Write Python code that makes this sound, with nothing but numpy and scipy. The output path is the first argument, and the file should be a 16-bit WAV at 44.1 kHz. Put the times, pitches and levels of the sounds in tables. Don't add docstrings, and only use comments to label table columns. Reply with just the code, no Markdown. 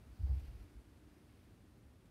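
import sys
import numpy as np
from scipy import signal
from scipy.fft import rfft, irfft
from scipy.io import wavfile

SR = 44100
rng = np.random.default_rng(int(sys.argv[2]) if len(sys.argv) > 2 else 0)


def generate_wav(sig):
    pcm = np.round(np.clip(np.atleast_2d(sig).T, -1, 1) * 32767).astype(np.int16)
    wavfile.write(sys.argv[1], SR, pcm)


N = 92610
T = np.arange(N) / SR


def from_db(db):
    return 10 ** (np.asarray(db) / 20)


def rms_one(x):
    return x / np.sqrt(np.mean(x ** 2) + 1e-20)


def noise(colour):
    hz, db = np.transpose(colour)
    bin_hz = np.maximum(np.arange(N // 2 + 1) * SR / N, 1)
    eq = from_db(np.interp(np.log(bin_hz), np.log(hz), db))
    return rms_one(irfft(rfft(rng.standard_normal(N)) * eq, N))


def drift(rate_hz):
    return rms_one(np.interp(T * rate_hz, np.arange(N), rng.standard_normal(N)))


def swells(rows):
    power = np.zeros(N)
    for peak_s, level_db, rise_s, fall_s in rows:
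        fade = np.where(T < peak_s, .5 * ((T - peak_s) / rise_s) ** 2, (T - peak_s) / fall_s)
        power += (from_db(level_db) * np.exp(-fade)) ** 2
    return np.sqrt(power)


# freq_hz, gain_db
AIR_EQ = [(20, -36.5), (32, -25), (45, -2), (64, -3.5), (112, -1), (140, -8.5), (200, -7.5), (320, -10.5),
          (400, -15), (460, -19.5), (666, -21.5), (905, -26), (1450, -27.5), (4400, -36), (7500, -41),
          (8600, -38), (12000, -41), (15500, -47)]

def room_tone(air_db=-62.5, hum_db=-76.5, hum_hz=299.4, waver_hz=6.13, fade_db_per_s=-1.5):
    phase = 2 * np.pi * hum_hz * T
    hum = rms_one(drift(waver_hz) * np.sin(phase) + drift(waver_hz) * np.cos(phase))
    bed = from_db(air_db) * noise(AIR_EQ) + from_db(hum_db) * hum
    return bed * from_db(fade_db_per_s * (T - T.mean()))


# freq_hz, gain_db
RUSTLE_EQ = [(300, 4.5), (1000, -3), (2400, -2), (3500, -8.5), (5000, -5.5), (7200, -16), (9000, -14),
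             (11800, -9.5), (15500, -19)]
# peak_s, level_db, rise_s, fall_s, centre_hz
BODY_RUSTLES = [(0.399, -71.5, 0.065, 0.13, 2830), (0.484, -72.5, 0.041, 0.022, 2800),
                (.55, -76.5, 0.04, .1, 1495), (.625, -75.5, 0.045, 0.11, 1900),
                (1.17, -80, 0.056, .12, 1890), (1.37, -78, 0.1, 0.21, 2950)]

def rustles(boost_db=4.5, width_octaves=0.39):
    hz, db = np.transpose(RUSTLE_EQ)
    grid_hz = np.geomspace(hz[0], hz[-1], 80)
    base_db = np.interp(np.log(grid_hz), np.log(hz), db)
    cloth = np.zeros(N)
    for *swell, centre_hz in BODY_RUSTLES:
        bump_db = boost_db * np.exp(-.5 * (np.log2(grid_hz / centre_hz) / width_octaves) ** 2)
        cloth += swells([swell]) * noise(np.column_stack([grid_hz, base_db + bump_db]))
    return cloth


# peak_s, level_db, rise_s, fall_s
LEG_SWISHES = [(.27, -75.5, 0.12, 0.2)]
# freq_hz, gain_db
SWISH_EQ = [(800, -4.5), (1400, 0.5), (3000, -10.5), (3900, -8.5), (4500, 1.5), (5400, -6.5), (7000, -15.5),
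            (9500, -20), (12000, -12), (15500, -11)]
# peak_s, level_db, rise_s, fall_s
FOLD_FLICKS = [(.337, -79, .003, 0.0091), (.399, -74, .004, 0.0099), (2.059, -77, 0.0037, 0.013)]
# freq_hz, gain_db
FLICK_EQ = [(600, 1), (1800, 0), (3000, 0), (4500, -3), (7000, -4), (12000, -12), (15500, -10)]

def clothing(grain_db=1.53, grains_per_s=170):
    sliding = swells(LEG_SWISHES) * noise(SWISH_EQ) + rustles()
    grain = from_db(grain_db * drift(grains_per_s))
    flicks = swells(FOLD_FLICKS) * noise(FLICK_EQ)
    return sliding * grain + flicks


# start_s, level_db
SOLE_PATS = [(0.262, -63.5), (.435, -74), (0.548, -77), (1.735, -76), (2.053, -76)]
# freq_hz, gain_db
PAT_EQ = [(120, -3.5), (280, 0), (450, 0), (640, -7), (820, -3), (980, -15.5), (2500, -23), (8000, -45)]

def sole_pats(attack_s=0.0065, t60_s=0.33, tail_db=-6, tail_t60_s=1.5):
    power = np.zeros(N)
    for start_s, level_db in SOLE_PATS:
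        age = np.maximum(T - start_s, 0)
        attack = 1 - np.exp(-age / attack_s)
        decay = from_db(-60 * age / t60_s) + from_db(tail_db - 60 * age / tail_t60_s)
        power += (from_db(level_db) * attack * decay) ** 2
    return np.sqrt(power) * noise(PAT_EQ)


# peak_s, level_db, rise_s, fall_s
WEIGHT_SHIFTS = [(.90, -60.5, 0.047, 0.16), (1.35, -64, 0.013, 0.042), (1.68, -65, 0.022, 0.027),
                 (1.87, -57.5, 0.019, 0.046)]
# freq_hz, gain_db
RUMBLE_EQ = [(25, -38), (45, -4), (64, 10), (95, -10), (180, -34), (500, -69)]

def floor_rumble():
    return swells(WEIGHT_SHIFTS) * noise(RUMBLE_EQ)


def hall_reverb(boom, wet_db=-20.5, t60_s=1.3, bloom_s=0.091):
    dark_noise = noise([(20, 0.5), (70, 13), (200, 15.5), (400, -45), (2000, -80)])
    reflections = dark_noise * from_db(-60 * T / t60_s) * (1 - np.exp(-T / bloom_s))
    wet = signal.fftconvolve(boom, reflections)[:N]
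    return from_db(wet_db) * np.std(boom) * rms_one(wet)


# pitch_ratio, gain_db
BOOM_MODES = [(0.758, -18.5), (0.998, 0.5), (1.42, -15), (1.981, -20)]
# start_s, level_db, pitch_hz, rise_s, upper_modes_db
LUNGE_THUDS = [(.055, -52.5, 66, 0.033, 1), (.103, -52, 62, 0.023, -7), (.183, -37, 83, 0.027, -4.5),
               (.2095, -30, 64.5, 0.034, -2.5), (0.2688, -30, 65.4, 0.046, 4),
               (0.3474, -37, 69.4, 0.027, -4.5), (.413, -41, 64.7, 0.023, -2.5),
               (0.4686, -41, 54.6, 0.024, 0.5), (.515, -46, 57.7, 0.035, -7), (0.579, -45, 53.5, 0.03, -5),
               (0.733, -50.5, 54.7, 0.038, 2.5)]

def floor_boom(build_up_power=4.0):
    boom = np.zeros(N)
    for start_s, level_db, pitch_hz, rise_s, upper_modes_db in LUNGE_THUDS:
        age = np.maximum(T - start_s, 0)
        envelope = (age / rise_s * np.exp(1 - age / rise_s)) ** build_up_power
        for mode, (pitch_ratio, gain_db) in enumerate(BOOM_MODES):
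            gain = from_db(level_db + gain_db + upper_modes_db * (mode > 1))
            boom += gain * envelope * np.sin(2 * np.pi * pitch_hz * pitch_ratio * age)
    return boom


def scene():
    boom = floor_boom()
    mix = boom + hall_reverb(boom) + sole_pats() + clothing() + floor_rumble() + room_tone()
    return mix[None]


def record(dry, cutoff_hz=15600):
    high_cut = signal.ellip(10, .1, 70, cutoff_hz, fs=SR, output="sos")
    return signal.sosfilt(high_cut, dry)


dry = scene()
out = record(dry)
generate_wav(out)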